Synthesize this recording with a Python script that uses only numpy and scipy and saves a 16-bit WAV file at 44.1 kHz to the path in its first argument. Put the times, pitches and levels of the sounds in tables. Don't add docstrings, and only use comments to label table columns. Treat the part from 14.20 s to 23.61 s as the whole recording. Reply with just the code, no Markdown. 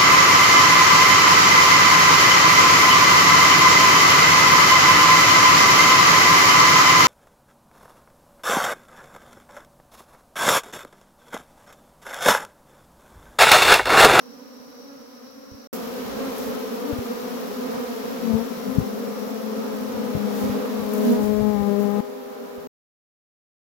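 import sys
import numpy as np
from scipy import signal
from scipy.fft import rfft, irfft, next_fast_len
from scipy.io import wavfile

SR = 44100
rng = np.random.default_rng(int(sys.argv[2]) if len(sys.argv) > 2 else 0)


def persist_wave(psi):
    counts = np.round(np.clip(psi, -1, 1) * 32767).astype(np.int16)
    wavfile.write(sys.argv[1], SR, np.atleast_2d(counts).T)


N = 414965
TIME = np.arange(N) / SR
FAR_SPAN_S, NEAR_SPAN_S = (-.01, 1.474), (1.528, 8.474)
IS_FAR = TIME < FAR_SPAN_S[1]


def from_db(db):
    return 10 ** (np.asarray(db) / 20)


def unit_rms(x):
    return x / np.sqrt(np.mean(x ** 2) + 1e-20)


def curves(rows):
    time_s, *columns = np.transpose(rows)
    return [np.interp(TIME, time_s, column) for column in columns]


def gate(start_s, end_s, edge_s=.002):
    return np.clip(np.minimum(TIME - start_s, end_s - TIME) / edge_s, 0, 1)


def pan(pan_db):
    return from_db(np.minimum(0, np.array([[1], [-1]]) * pan_db))


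def drift(rate_hz, hop=100):
    pole = np.exp(-2 * np.pi * rate_hz * hop / SR)
    white = rng.standard_normal(N // hop + 1002)
    slow = signal.lfilter([1], [1, -2 * pole, pole * pole], white)[1000:]
    return np.interp(TIME, np.arange(len(slow)) * hop / SR, unit_rms(slow))


def coloured_noise(spectrum):
    freq_hz, density_db = np.transpose(spectrum)
    size = next_fast_len(N, True)
    log_hz = np.log(np.fft.rfftfreq(size, 1 / SR) + 1)
    gain = from_db(np.interp(log_hz, np.log(freq_hz), density_db))
    white = rng.standard_normal((2, size))
    return unit_rms(irfft(gain * rfft(white))[:, :N])


def swell_power(rows, falloff):
    return sum((from_db(level_db) * pan(pan_db)) ** 2 / (1 + ((TIME - peak_s) / width_s) ** 2) ** falloff
               for peak_s, width_s, level_db, pan_db in rows)


def wing_cycle(harmonics_db, first=1, size=4096, tail_step_db=1.94):
    levels_db = np.r_[harmonics_db, harmonics_db[-1] - tail_step_db * np.arange(1, 11)]
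    orders = np.arange(len(levels_db))[:, None] + first
    angle = 2 * np.pi * (orders * np.arange(size) / size + rng.random(orders.shape))
    return np.sqrt(2) * from_db(levels_db) @ np.sin(angle)


def repeat_cycle(cycle, beats):
    return cycle[(beats * len(cycle)).astype(int) % len(cycle)]


# freq_hz, density_db
SHRILL_SPECTRUM = [(3000, -18.5), (3500, -28.5), (3850, -7), (4300, -9), (5000, -6.5), (5450, 0.5),
                   (5800, -0.5), (6050, -5), (6300, -22), (7000, -47.5)]

def grass_insects():
    level_db = np.interp(TIME, [1.5, 5.5, 7.8], [-55, -53, -67])
    return from_db(level_db + drift(9.6)) * coloured_noise(SHRILL_SPECTRUM)


# freq_hz, density_db
AIR_SPECTRUM = [(20, -22), (40, -16.5), (65, -1.5), (105, -5.5), (160, 8.5), (300, -3), (1000, -41)]
PUFF_SPECTRUM = [(20, -15), (40, -10), (65, -1), (110, 0.5), (170, -5), (300, -18), (1000, -49)]
# peak_s, half_width_s, level_db, pan_db
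AIR_PUFFS = [(1.93, 0.09, -42, -17), (2.27, 0.052, -49, 7.5), (3.55, 0.047, -52.5, 1),
             (4.15, 0.044, -39.5, 22.5), (4.58, 0.04, -38, 22), (5.78, .11, -46.5, 14),
             (6.28, 0.038, -36.5, -20), (6.62, 0.035, -41, -5.5), (7.04, .045, -33.5, -13.5),
             (7.22, .05, -29.5, 37), (7.42, 0.043, -33, 32)]

def moving_air(far_db=-67, near_db=-57.5, gust_db=5.1):
    level_db = np.where(IS_FAR, far_db, near_db) + gust_db * drift(13)
    wash = from_db(level_db) * coloured_noise(AIR_SPECTRUM)
    puffs = np.sqrt(swell_power(AIR_PUFFS, falloff=1.9)) * coloured_noise(PUFF_SPECTRUM)
    return wash + puffs


# freq_hz, density_db
RUSTLE_SPECTRUM = [(2000, -13), (5000, -6), (7000, -4.5), (8600, -10.5), (10500, -5.5), (12800, -1),
                   (16000, -2)]
# time_s, level_db, pan_db
CRAWL_LEVELS = [(1.53, -47, 5.5), (4.5, -47, 11), (5.2, -48.5, 7), (6.7, -47.5, 8), (7.4, -49.5, 4.5),
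                (8.47, -50, 12)]
# peak_s, half_width_s, level_db, pan_db
CRAWL_FLURRIES = [(1.54, 0.036, -34, -6), (2.22, 0.1, -39, 4), (6.22, .08, -37.5, 11),
                  (6.75, 0.056, -38, 11.5), (6.88, 0.073, -35, 9.5), (7.05, 0.047, -39, 3),
                  (7.62, 0.036, -43, 14)]

def crawling_cluster(far_db=-60.5, far_pan_db=2, scratch_db=1.3):
    level_db, pan_db = curves(CRAWL_LEVELS)
    sides = pan(np.where(IS_FAR, far_pan_db, pan_db))
    sides = 2 * sides / np.hypot(*sides)
    steady = from_db(np.where(IS_FAR, far_db, level_db)) * sides
    flurry_power = ~IS_FAR * swell_power(CRAWL_FLURRIES, falloff=2.2)
    scratch = unit_rms(from_db(scratch_db * drift(163)))
    return np.sqrt(steady ** 2 + flurry_power) * scratch * coloured_noise(RUSTLE_SPECTRUM)


# start_s, peak_db, centre_hz, pan_db
BEE_TICKS = [(2.183, -21, 12930, 17), (6.736, -21, 14000, 11)]

def bee_ticks(decay_s=.0018, size=1024):
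    out, age_s = np.zeros((2, N)), np.arange(size) / SR
    for start_s, peak_db, centre_hz, pan_db in BEE_TICKS:
        burst = rng.standard_normal(size) * np.exp(-age_s / decay_s)
        tick = signal.lfilter(*signal.iirpeak(centre_hz, Q=4, fs=SR), burst)
        start = int(start_s * SR)
        out[:, start:start + size] += from_db(peak_db) * pan(pan_db) * tick / np.abs(tick).max()
    return out


# time_s, peak_db, pitch_hz, pan_db
BEE_BUMPS = [(1.317, -36, 90, -28), (1.344, -39, 90, -23), (2.728, -19.5, 95, 30), (2.787, -20.5, 105, 30),
             (4.136, -20.5, 124, 34), (4.148, -18, 108, 30), (4.584, -3, 153, 38), (4.601, -19, 100, 29),
             (4.618, -23, 100, 24), (5.951, -10, 162, 32), (5.969, -19.5, 109.5, 33),
             (6.237, -27, 100, -28.5), (6.272, -39, 110, -23.5), (6.298, -22, 109, -26),
             (7.222, -20, 120, 32.5), (7.417, -23.5, 115, 30), (8.38, -38, 79.96, -25)]

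def bee_bumps(rise_cycles=.51, size=4096):
    out, age_s = np.zeros((2, N)), np.arange(size) / SR
    for time_s, peak_db, pitch_hz, pan_db in BEE_BUMPS:
        rise = age_s * pitch_hz / rise_cycles
        push = rise ** 2 * np.exp(-2 * rise) * np.sin(2 * np.pi * pitch_hz * age_s)
        start = int((time_s - .25 / pitch_hz) * SR)
        out[:, start:start + size] += from_db(peak_db) * pan(pan_db) * push / np.abs(push).max()
    return out


# centre_hz, q, gain_db
ENTRANCE_BANDS = [(333, 10, -2), (434, 4.2, 4), (684, 18, 5.5)]

def entrance_colour(hum):
    for centre_hz, q, gain_db in ENTRANCE_BANDS:
        band = signal.lfilter(*signal.iirpeak(centre_hz, q, fs=SR), hum)
        hum = hum + (from_db(gain_db) - 1) * band
    return hum


SWARM_HARMONICS_DB = [1, -1.5, -14, -12, -11.5, -17.5, -21, -25, -24.5, -28, -30, -29]

def swarm_wings(far_hz=256, near_hz=244, spread=.081, skew=.14, wander=.045, count=40):
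    swell_db, width_db = 4, 7
    centre_hz = np.where(IS_FAR, far_hz, near_hz)
    stroke = np.hanning(256) ** 4
    stroke -= stroke.mean()
    hum, strokes = np.zeros((2, N)), np.zeros((2, N))
    ranks = np.arctanh(np.linspace(-1, 1, count + 2)[1:-1])
    for bee, rank in enumerate(ranks):
        detune = spread * (rank - skew * rank ** 2)
        beats = np.cumsum(centre_hz * (1 + detune + wander * drift(2.4))) / SR
        swell = from_db(swell_db * drift(2.54))
        left, right = pan(width_db * (-1) ** bee)[:, 0]
        cycle = wing_cycle(SWARM_HARMONICS_DB)
        hum[0] += left * swell * repeat_cycle(cycle, beats)
        hum[1] += right * swell * repeat_cycle(cycle, beats + rng.random())
        strokes[bee % 2] += swell * repeat_cycle(stroke, beats)
    return unit_rms(hum), unit_rms(strokes)


# freq_hz, density_db
RASP_SPECTRUM = [(150, -12), (330, 9.5), (600, 8.5), (1200, -0.5), (1800, -2), (2600, -4.5), (4000, -5),
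                 (5600, -8.5), (7200, -14.5), (8600, -22.5), (12000, -13), (16000, -20.5)]
# time_s, hum_db, rasp_db
SWARM_LEVELS = [(1.53, -31, -41), (2, -31.2, -37), (2.6, -30, -39.5), (3.9, -30.7, -39), (4.8, -32, -42.5),
                (5.6, -31, -41.5), (6.1, -30.5, -39), (6.85, -29.5, -39.5), (7.25, -34, -42),
                (8.47, -33.5, -45.5)]

def swarm(far_hum_db=-44.5, far_rasp_db=-56.5, rasp_depth=.22):
    hum_db, rasp_db = curves(SWARM_LEVELS)
    hum, strokes = swarm_wings()
    hum = np.where(IS_FAR, from_db(far_hum_db) * hum, from_db(hum_db) * entrance_colour(hum))
    rasp = coloured_noise(RASP_SPECTRUM) * (1 + rasp_depth * strokes)
    return hum + from_db(np.where(IS_FAR, far_rasp_db, rasp_db)) * rasp


CLOSE_OVERTONES_DB = [0.1, -8.5, -10.5, -18.5, -23, -31, -31.5, -29.5, -35.5, -33.5, -47.5, -43.5, -46.5,
                      -47.5, -48]

def close_bee(pitch_hz, fundamental_db, overtones_db, rasp_db, rasp, flutter, shimmer_db, jitter=.00398):
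    unrest = np.clip(from_db(-.5 * (overtones_db + 24)), 1, 2.5)
    beats = np.cumsum(pitch_hz * (1 + flutter * unrest * drift(10) + jitter * drift(59.9))) / SR
    gain = from_db(fundamental_db + shimmer_db * unrest * drift(21.05))
    fundamental = gain * np.sqrt(2) * np.sin(2 * np.pi * beats)
    heading_rad = .32 * drift(7)
    front, flank = (repeat_cycle(wing_cycle(CLOSE_OVERTONES_DB, first=2), beats) for _ in range(2))
    overtones = np.cos(heading_rad) * front + np.sin(heading_rad) * flank
    stroke_rasp = rasp * np.sin(np.pi * beats) ** 4
    return fundamental + from_db(overtones_db) * overtones + from_db(rasp_db) * stroke_rasp


def distance_db(closest_s, half_width_s):
    return 10 * np.log10(1 + ((TIME - closest_s) / half_width_s) ** 2)


# closest_s, half_width_s, pitch_hz, far_shift_hz, fundamental_db, overtones_db, rasp_db, pan_db
FLY_BYS = [(2.685, .04, 287.7, -19.5, -27, -38, -43, 23.5), (4.13, .07, 222.4, 17, -15.5, -28, -36.5, 30.5),
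           (4.554, .08, 262.6, -6, -27, -33.5, -41, 32), (6.28, .09, 252.1, 13, -27, -33.5, -30.5, -23),
           (6.905, .06, 236.8, 16, -15, -26.5, -31.5, -28.5)]

def passing_bees(rasp, air, draught_db=-29, rasp_cut_hz=750, wake_lag_s=.027):
    fundamental_falloff, overtone_falloff, rasp_falloff = 2.23, 2.07, 1.4
    out = np.zeros((2, N))
    rasp = signal.sosfilt(signal.butter(2, rasp_cut_hz, "high", fs=SR, output="sos"), rasp)
    for closest_s, width_s, pitch_hz, shift_hz, level_db, overtones_db, rasp_db, pan_db in FLY_BYS:
        away_db = distance_db(closest_s, width_s)
        level_db -= fundamental_falloff * away_db
        overtones_db -= overtone_falloff * distance_db(closest_s + wake_lag_s, width_s)
        rasp_db -= rasp_falloff * away_db
        pitch_hz += shift_hz * (1 - from_db(-away_db))
        bee = close_bee(pitch_hz, level_db, overtones_db, rasp_db, rasp, flutter=.005, shimmer_db=1.5)
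        draught = from_db(level_db + draught_db) * air
        out += pan(pan_db) * (bee + draught)
    return out


# time_s, pitch_hz
HOVER_PITCH = [(4.5, 210.2), (4.82, 208), (5.34, 220.5), (5.62, 212.8), (5.74, 222.6), (5.94, 207.4),
               (6.38, 204.9), (6.54, 214.1), (6.66, 209.2), (7.3, 211), (7.38, 202.7), (7.86, 205),
               (8.02, 201.9), (8.42, 203.2)]
# time_s, level_db
HOVER_LEVELS = [(4.3, -39), (4.55, -33.5), (5.2, -31), (5.68, -31), (5.95, -27.5), (6.35, -25), (6.5, -30),
                (6.82, -21.5), (7.3, -18.5), (7.78, -19), (7.92, -25), (8.47, -27.5)]

def hovering_bee(rasp, air, closest_db=-18.5, closest_overtones_db=-22.5, draught_db=-30, pan_db=30):
    pitch_hz, = curves(HOVER_PITCH)
    level_db, = curves(HOVER_LEVELS)
    overtones_db = closest_overtones_db + 1.104 * (level_db - closest_db)
    rasp_db = overtones_db - 24
    bee = close_bee(pitch_hz, level_db, overtones_db, rasp_db, rasp, flutter=.003, shimmer_db=1.64)
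    draught = from_db(level_db + draught_db) * air
    return pan(pan_db) * (bee + draught) * (TIME > HOVER_LEVELS[0][0])


def scene():
    bed = swarm() + moving_air()
    rasp, air = coloured_noise(RASP_SPECTRUM), coloured_noise(AIR_SPECTRUM)
    single_bees = hovering_bee(rasp[0], air[0]) + passing_bees(rasp[1], air[1])
    return bed + single_bees + grass_insects() + crawling_cluster() + bee_bumps() + bee_ticks()


def record(dry, drop_s=7.806, left_db=-5.5, right_db=-2.5, bass_cut_hz=335, top_cut_hz=15900):
    thin_left = signal.sosfilt(signal.butter(6, bass_cut_hz, "high", fs=SR, output="sos"), dry[0])
    dropped = np.array([from_db(left_db) * thin_left, from_db(right_db) * dry[1]])
    out = dry + gate(drop_s, TIME[-1]) * (dropped - dry)
    out *= gate(*FAR_SPAN_S) + gate(*NEAR_SPAN_S)
    return signal.sosfilt(signal.ellip(10, .2, 80, top_cut_hz, fs=SR, output="sos"), out)


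dry = scene()
out = record(dry)
persist_wave(out)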